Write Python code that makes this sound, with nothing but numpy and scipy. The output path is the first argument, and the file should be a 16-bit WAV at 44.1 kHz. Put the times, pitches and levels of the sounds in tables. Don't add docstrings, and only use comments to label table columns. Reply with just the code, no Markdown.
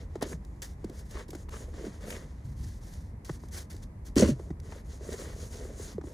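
import sys
import numpy as np
from scipy import signal
from scipy.fft import rfft, irfft
from scipy.io import wavfile
from scipy.ndimage import uniform_filter1d

SR = 44100
rng = np.random.default_rng(int(sys.argv[2]) if len(sys.argv) > 2 else 0)


def unload_audio(sound):
    columns = np.transpose(np.atleast_2d(sound))
    steps = np.round(np.clip(columns, -1, 1) * 32767)
    wavfile.write(sys.argv[1], SR, steps.astype(np.int16))


N = 270509
TIME = np.arange(N) / SR
FREQS = np.maximum(np.arange(N // 2 + 1) * SR / N, 1)

# start_s, swell_s, ease_s, level_db
GUSTS = [(2.45, 0.017, 0.086, -35.5), (2.565, 0.057, 0.069, -36), (2.72, .03, 0.13, -51),
         (2.94, 0.056, .11, -41.5)]
# start_s, swell_s, ease_s, sliding_hiss_db, edge_crunch_db, scoop_boom_db
STROKES = [(0.0, 0.013, 0.031, -61.5, -60, -53.5), (0.09, 0.066, .04, -71, -64, -64),
           (0.221, 0.01, 0.017, -60, -42.5, -34), (0.256, 0.074, 0.0057, -47.5, -55, -48.5),
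           (0.37, 0.094, .15, -73, -74, -69), (0.78, 0.19, 0.067, -68.5, -65, -56.5),
           (1.112, 0.077, 0.035, -54.5, -48, -47.5), (1.295, 0.07, 0.069, -58, -63.5, -56.5),
           (1.503, 0.028, 0.12, -53, -55.5, -50.5), (1.65, 0.022, 0.093, -63.5, -66, -56.5),
           (1.737, 0.13, 0.034, -55, -51.5, -48), (1.905, 0.042, 0.043, -59.5, -59.5, -55),
           (2.003, 0.037, 0.2, -57, -51.5, -51), (2.06, 0.046, 0.065, -44.5, -61, -46.5),
           (2.24, 0.011, 0.24, -68, -66, -74), (4.34, 0.057, 0.11, -62.5, -70, -53.5),
           (4.63, 0.13, 0.044, -57, -57, -53.5), (4.85, 0.084, 0.043, -54.5, -65, -58),
           (5.012, 0.13, 0.0092, -48.5, -54, -44.5), (5.14, 0.077, 0.12, -50, -50.5, -48),
           (5.345, 0.089, .045, -48.5, -74, -49), (5.5, 0.06, 0.035, -49, -66, -51),
           (5.57, 0.046, 0.14, -56, -56, -47.5), (5.762, 0.063, 0.11, -48.5, -59, -51.5),
           (6.035, 0.051, 0.086, -59, -71, -51.5)]
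# start_s, level_db, middle_pitch_hz, crack_relative_db
THUDS = [(0.156, -27.5, 397, -13), (0.226, -34, 470, 1), (0.262, -33.5, 370, -20), (0.322, -39, 367, -7),
         (0.625, -43.5, 334, -22), (0.843, -29, 360, -18), (0.897, -38.5, 330, -17), (1.153, -36, 373, -7),
         (1.29, -38, 350, -15), (1.332, -35.5, 380, -13), (1.351, -32.5, 324, -12), (1.741, -40, 323, -10),
         (1.809, -35, 394, -27), (1.841, -30, 382, -31), (1.867, -31.5, 315, -31), (3.295, -30, 369, -6.5),
         (3.437, -42.5, 332, -7), (3.743, -41.5, 340, -21), (4.397, -35.5, 396, -13),
         (4.505, -29, 330, -17.5), (4.724, -43.5, 409, 2), (5.009, -38, 412, -16), (5.142, -31.5, 437, -19),
         (5.196, -37.5, 434, -25), (5.651, -34.5, 420, -16), (5.797, -35.5, 425, -20),
         (5.982, -24.5, 418, -27), (6.013, -41.5, 320, -5), (6.039, -32.5, 317, -19),
         (6.072, -38, 340, -24)]
# start_s, level_db, middle_pitch_hz, swell_s
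BLOWS = [(.225, -27.5, 242, 0.0024), (0.336, -35, 163, 0.0093), (.847, -36, 210, 0.0062),
         (1.866, -37, 220, 0.01), (3.299, -31, 150, 0.0064), (4.165, -14.5, 320, 0.0023),
         (4.199, -18.5, 415, 0.0045), (4.222, -16.5, 522, 0.0049), (4.225, -14.5, 229, 0.0039),
         (4.227, -21, 105, 0.007), (4.289, -20, 242, 0.0062), (4.312, -25, 145, 0.01),
         (4.508, -31.5, 154, 0.0053), (5.946, -38.5, 201, 0.011)]
# start_s, level_db, decay_s
SNAPS = [(0.156, -49, .003), (0.21, -40, .004), (0.22, -29, 0.015), (0.448, -46, 0.0054),
         (0.619, -32.5, 0.0087), (0.8435, -33.5, .005), (0.897, -41.5, 0.0049), (1.109, -40.5, .007),
         (1.281, -47, 0.015), (1.3037, -33.5, 0.0067), (1.332, -48, .008), (1.35, -38, .007),
         (1.4903, -37.5, 0.0043), (2.1041, -29, 0.0077), (2.935, -43, 0.0063), (3.246, -39, .01),
         (3.288, -54, .007), (3.484, -48.5, 0.0086), (3.764, -40, 0.0045), (3.834, -41.5, 0.0076),
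         (4.157, -27, 0.0041), (4.599, -47.5, 0.0068), (4.714, -46, 0.0055), (5.128, -35, .007)]
# start_s, length_s, level_db, blade_ring_hz
GRATES = [(0.211, 0.032, -47, 745), (0.33, 0.005, -47, 1910), (1.156, 0.013, -49, 1120),
          (1.179, 0.034, -47.5, 1110), (1.487, .005, -50, 1290), (1.523, 0.045, -48.5, 1180),
          (2.1, 0.068, -49, 2400), (3.293, 0.0033, -45, 1400), (4.219, 0.0059, -31.5, 2720),
          (4.72, 0.0091, -52, 1800), (5.124, 0.018, -51.5, 2000), (5.636, 0.01, -57, 1800),
          (6.011, 0.0046, -64, 1100), (6.071, 0.0069, -54, 690)]
# start_s, swell_s, ease_s, level_db
SWISHES = [(0.619, 0.0056, 0.035, -44), (0.68, 0.023, 0.03, -61.5), (0.922, 0.072, 0.025, -57.5),
           (1.04, 0.096, .005, -61), (2.44, .015, 0.082, -63.5), (2.56, 0.09, 0.13, -57.5),
           (2.79, 0.11, 0.12, -58.5), (3.03, 0.012, 0.067, -69), (3.25, 0.0074, .105, -53.5),
           (3.39, 0.042, .06, -63.5), (3.517, 0.059, 0.044, -45.5), (3.699, 0.0034, 0.031, -49.5),
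           (3.75, 0.011, 0.074, -66), (3.822, .01, .005, -57.5), (4.05, .018, 0.017, -52)]
# start_s, swell_s, ease_s, hiss_db, crunch_db, boom_db
CHOP = [(4.163, 0.017, 0.049, -32.5, -39.5, -21), (4.221, 0.0056, 0.027, -45, -39.5, -18),
        (4.25, 0.038, 0.019, -41.5, -48.5, -25)]
# start_s, level_db
SQUEAKS = [(4.171, -34), (4.182, -22.5), (4.195, -24), (4.208, -25.5)]

# frequency_hz, relative_density_db_per_hz
TOWN_SPECTRUM = [(20, -44), (32, -5.5), (45, 3), (75, 3.5), (120, -6.5), (200, -11), (300, -18.5),
                 (450, -25.5), (750, -32), (1000, -31.5), (1400, -42.5), (2000, -39), (3000, -56.5),
                 (11500, -56.5), (14000, -64), (16000, -85)]
GUST_SPECTRUM = [(25, -15), (60, 14.5), (120, 12), (180, -3.5), (260, -7.5), (500, -44), (3000, -64)]
HISS_SPECTRUM = [(900, -4), (2000, -5), (3300, -7), (4500, -4.5), (5700, -2), (6600, 2.5), (8000, -6),
                 (9200, -1), (10300, -7.5), (11800, -1), (13500, -9), (15500, -9)]
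CRUNCH_SPECTRUM = [(100, -34), (250, -6), (500, 5.5), (750, -2), (1000, 1), (1400, -2), (1900, 1.5),
                   (2500, -7), (3500, -7.5), (7000, -14), (15000, -41)]
SCOOP_SPECTRUM = [(90, -24), (200, 0), (310, -3), (430, 2), (570, -4), (680, -6), (800, -35.5),
                  (1500, -24.5), (5000, -68)]
CRACK_SPECTRUM = [(300, -7.5), (550, 4), (750, 3), (1000, 0), (1400, -6), (2000, -8.5), (3000, -22),
                  (6000, -19), (15000, -36)]
ICE_SPECTRUM = [(700, -26), (2000, -4.5), (4000, -2.5), (6300, -1), (8000, -4), (10300, -4), (12500, 2.5),
                (15500, -4)]
GRATE_SPECTRUM = [(200, -37), (450, 18), (700, -12.5), (1000, 4.5), (1400, -2), (1900, 1.5), (2500, -4.5),
                  (3300, -8), (5000, -13.5), (15000, -31)]
NYLON_SPECTRUM = [(120, -42), (300, 5.5), (1200, -5.5), (1850, 1.5), (2500, -5.5), (3300, -5.5),
                  (4500, -2.5), (6300, 0.5), (8000, -6), (9200, -1), (10300, -7), (11800, 2.5),
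                  (13500, -7.5), (15500, -3)]
CHOP_HISS_SPECTRUM = [(1500, -20), (2800, 1.5), (3600, -8), (4300, 1), (5100, -5), (6200, 4.5), (7800, -5),
                      (9000, -1), (10300, -7), (12000, -1.5), (13500, -16), (15500, -15.5)]
SQUEAK_SPECTRUM = [(2500, -28), (3700, -19), (4200, 0.5), (5200, 0.5), (6200, 3), (7200, -1.5),
                   (9000, -5.5), (15000, -24)]
CHOP_BOOM_SPECTRUM = [(35, -15.5), (80, 3.5), (130, -6), (210, 3), (380, -2), (480, -14), (580, -3),
                      (680, -33), (850, -47), (1500, -40), (5000, -83)]

# frequency_hz, left_lead_rad, left_minus_right_db, independent_power_share (0 to 1)
STEREO_IMAGE = [(100, 0, 0, .002), (450, -.25, -1.2, .02), (1000, 1, 2, .13), (1350, .1, 6, .12),
                (1750, 0, 0, .03), (2250, 1.5, -2, .15), (2900, 4.5, 9, .22), (3500, 6.28, 1.5, .04),
                (4500, 6.28, .3, .006), (7300, 6.28, 0, .002), (8200, 5.5, 0, .14), (10300, 4.5, 0, .18),
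                (12300, 3.4, 0, .05), (12900, 3.14, 0, 0)]

SWELL_DB, EASE_DB, ATTACK_SHARE, RELEASE_S = 6.5, 5, 0.38, 0.017
THUD_SWELL_CYCLES = 1.15
RUMBLE_DB = -42
TOP_HZ = 15800


def undb(db):
    return 10 ** (np.asarray(db) / 20)


def across(table, freqs=FREQS):
    hz, *columns = np.transpose(table)
    return [np.interp(np.log(freqs), np.log(hz), column) for column in columns]


def colour(x, spectrum, size=4096):
    freqs = np.maximum(np.arange(size // 2 + 1) * SR / size, 1)
    gain = undb(across(spectrum, freqs)[0])
    cepstrum = irfft(np.log(gain / np.sqrt(np.mean(gain ** 2))))
    cepstrum[1:size // 2] *= 2
    cepstrum[size // 2:] = 0
    response = irfft(np.exp(rfft(cepstrum)))
    return signal.oaconvolve(x, response)[:N]


def walk(rate):
    hold = max(int(SR / rate), 1)
    levels = np.repeat(rng.standard_normal(N // hold + 1), hold)
    smooth = uniform_filter1d(uniform_filter1d(levels, hold), hold)[:N]
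    return smooth / smooth.std()


def grains(rate, spread_db):
    size = undb(spread_db * np.minimum(rng.exponential(size=N), 4))
    happens = rng.random(N) < rate / SR
    impulses = happens * size * rng.choice([-1, 1], N)
    return impulses / impulses.std()


def push(start, swell, ease):
    t = TIME - start
    opening = np.clip(.5 + t / (ATTACK_SHARE * swell), 0, 1)
    effort_db = np.interp(t, [0, swell, swell + ease], [-SWELL_DB, 0, -EASE_DB])
    release = np.exp(-np.maximum(t - swell - ease, 0) / RELEASE_S)
    return opening * undb(effort_db) * release


def gains(movements):
    power = sum(np.outer(undb(db) ** 2, push(start, swell, ease) ** 2)
                for start, swell, ease, *db in movements)
    return np.sqrt(power)


def add(track, start, sound):
    i = max(int(start * SR), 0)
    track[i:i + len(sound)] += sound[:N - i]


def thump(hz, swell, sag):
    t = TIME[:SR // 6]
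    pitch = hz * np.exp(sag * (2 * np.exp(-t / (2 * swell)) - 1))
    envelope = t / swell * np.exp(1 - t / swell)
    return envelope * np.sin(2 * np.pi * np.cumsum(pitch) / SR)


def burst(length):
    t = TIME[:SR // 10]
    return (1 - np.exp(-t / .0008)) * np.exp(-(t / length) ** 2)


def shifting(x, depth_db):
    lowpass = signal.butter(4, 6000, fs=SR, output="sos")
    coarse = signal.sosfiltfilt(lowpass, x)
    fine = x - coarse
    return fine * undb(depth_db * walk(22)) + coarse * undb(depth_db * walk(35))


def outdoors():
    mid = colour(rng.standard_normal(N), TOWN_SPECTRUM)
    side = colour(rng.standard_normal(N), TOWN_SPECTRUM)
    side = irfft(rfft(side) * np.minimum(FREQS / 700, 1) ** 1.65, N)
    rumble = undb(RUMBLE_DB) * np.array([mid + side, mid - side])
    turbulence = colour(rng.standard_normal(N), GUST_SPECTRUM) * undb(1.9 * walk(30.37))
    return rumble + gains(GUSTS)[0] * turbulence


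def strokes():
    slide, edge, boom = gains(STROKES)
    slips = walk(130)
    hiss = shifting(colour(grains(rate=7000, spread_db=1.5), HISS_SPECTRUM), depth_db=2.34)
    hiss = hiss * undb(-0.07 + 0.89 * walk(120))
    crunch = colour(grains(rate=1100, spread_db=0.5), CRUNCH_SPECTRUM) * undb(-0.5 + 0.76 * slips)
    scoop = colour(grains(rate=700, spread_db=4), SCOOP_SPECTRUM) * undb(1.5 + 2.0 * slips)
    return slide * hiss + edge * crunch + boom * scoop


def thuds():
    rings, crush = np.zeros(N), np.zeros(N)
    crack_decay = np.exp(-TIME[:SR // 6] / .006)
    for start, db, hz, crack_db in THUDS:
        swell = THUD_SWELL_CYCLES / hz
        add(rings, start, undb(db) * thump(hz, swell, sag=0.3))
        add(rings, start, undb(db - 17) * thump(1.47 * hz, swell / 2, sag=0.48))
        add(crush, start - .001, undb(db + crack_db + 1.5) * crack_decay)
    for start, db, hz, swell in BLOWS:
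        add(rings, start, undb(db + 2.5) * thump(hz, swell, sag=.2))
    return rings + crush * colour(grains(rate=12000, spread_db=2), CRACK_SPECTRUM)


def snaps():
    spray = np.zeros(N)
    for start, db, length in SNAPS:
        add(spray, start, undb(db - 6.0) * burst(length))
    return spray * colour(grains(rate=10000, spread_db=6.5), ICE_SPECTRUM)


def grates():
    chatter = colour(grains(rate=1300, spread_db=4.0), GRATE_SPECTRUM) * undb(-2.5 + 4.6 * walk(210))
    out = np.zeros(N)
    for start, length, db, hz in GRATES:
        contact = np.interp(TIME - start, [-.002, 0, length, length + 0.0081], [0, 1, 1, 0])
        slips = chatter * undb(db) * contact
        ring = signal.lfilter(*signal.iirpeak(hz, 2.5, fs=SR), slips)
        out += 0.75 * slips + 1.57 * ring
    return out


def jacket():
    rub = gains(SWISHES)[0]
    threads = colour(grains(rate=14000, spread_db=2.5), NYLON_SPECTRUM)
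    return rub * threads * undb(3.0 + 2.0 * walk(110))


def chop():
    slide, edge, boom = gains(CHOP)
    slips, squeeze = walk(220), np.zeros(N)
    for start, db in SQUEAKS:
        add(squeeze, start, undb(db) * burst(length=0.0046))
    hiss = colour(grains(rate=7800, spread_db=3), CHOP_HISS_SPECTRUM) * undb(0.5 + 1.3 * slips)
    crunch = colour(grains(rate=3000, spread_db=-1.5), CRUNCH_SPECTRUM) * undb(5.5 + 1.0 * slips)
    squeak = colour(grains(rate=7500, spread_db=4.0), SQUEAK_SPECTRUM)
    deep = colour(grains(rate=1500, spread_db=-1.5), CHOP_BOOM_SPECTRUM)
    return slide * hiss + edge * crunch + squeeze * squeak + boom * deep


def grainy():
    return strokes() + snaps() + grates() + jacket() + chop()


def stereo(common, independent):
    lead, tilt_db, share = across(STEREO_IMAGE)
    centre = np.sqrt(1 - share) * rfft(common)
    spread = 1j * np.sqrt(share) * rfft(independent)
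    left = (centre + spread) * undb(tilt_db / 2)
    right = (centre - spread) * undb(-tilt_db / 2) * np.exp(-1j * lead)
    balance = np.sqrt((undb(tilt_db) + undb(-tilt_db)) / 2)
    return irfft(np.array([left, right]) / balance, N)


def scene():
    return stereo(common=grainy() + thuds(), independent=grainy()) + outdoors()


def record(dry):
    lowpass = signal.ellip(8, .2, 70, TOP_HZ, fs=SR, output="sos")
    return signal.sosfilt(lowpass, dry)


dry = scene()
out = record(dry)
unload_audio(out)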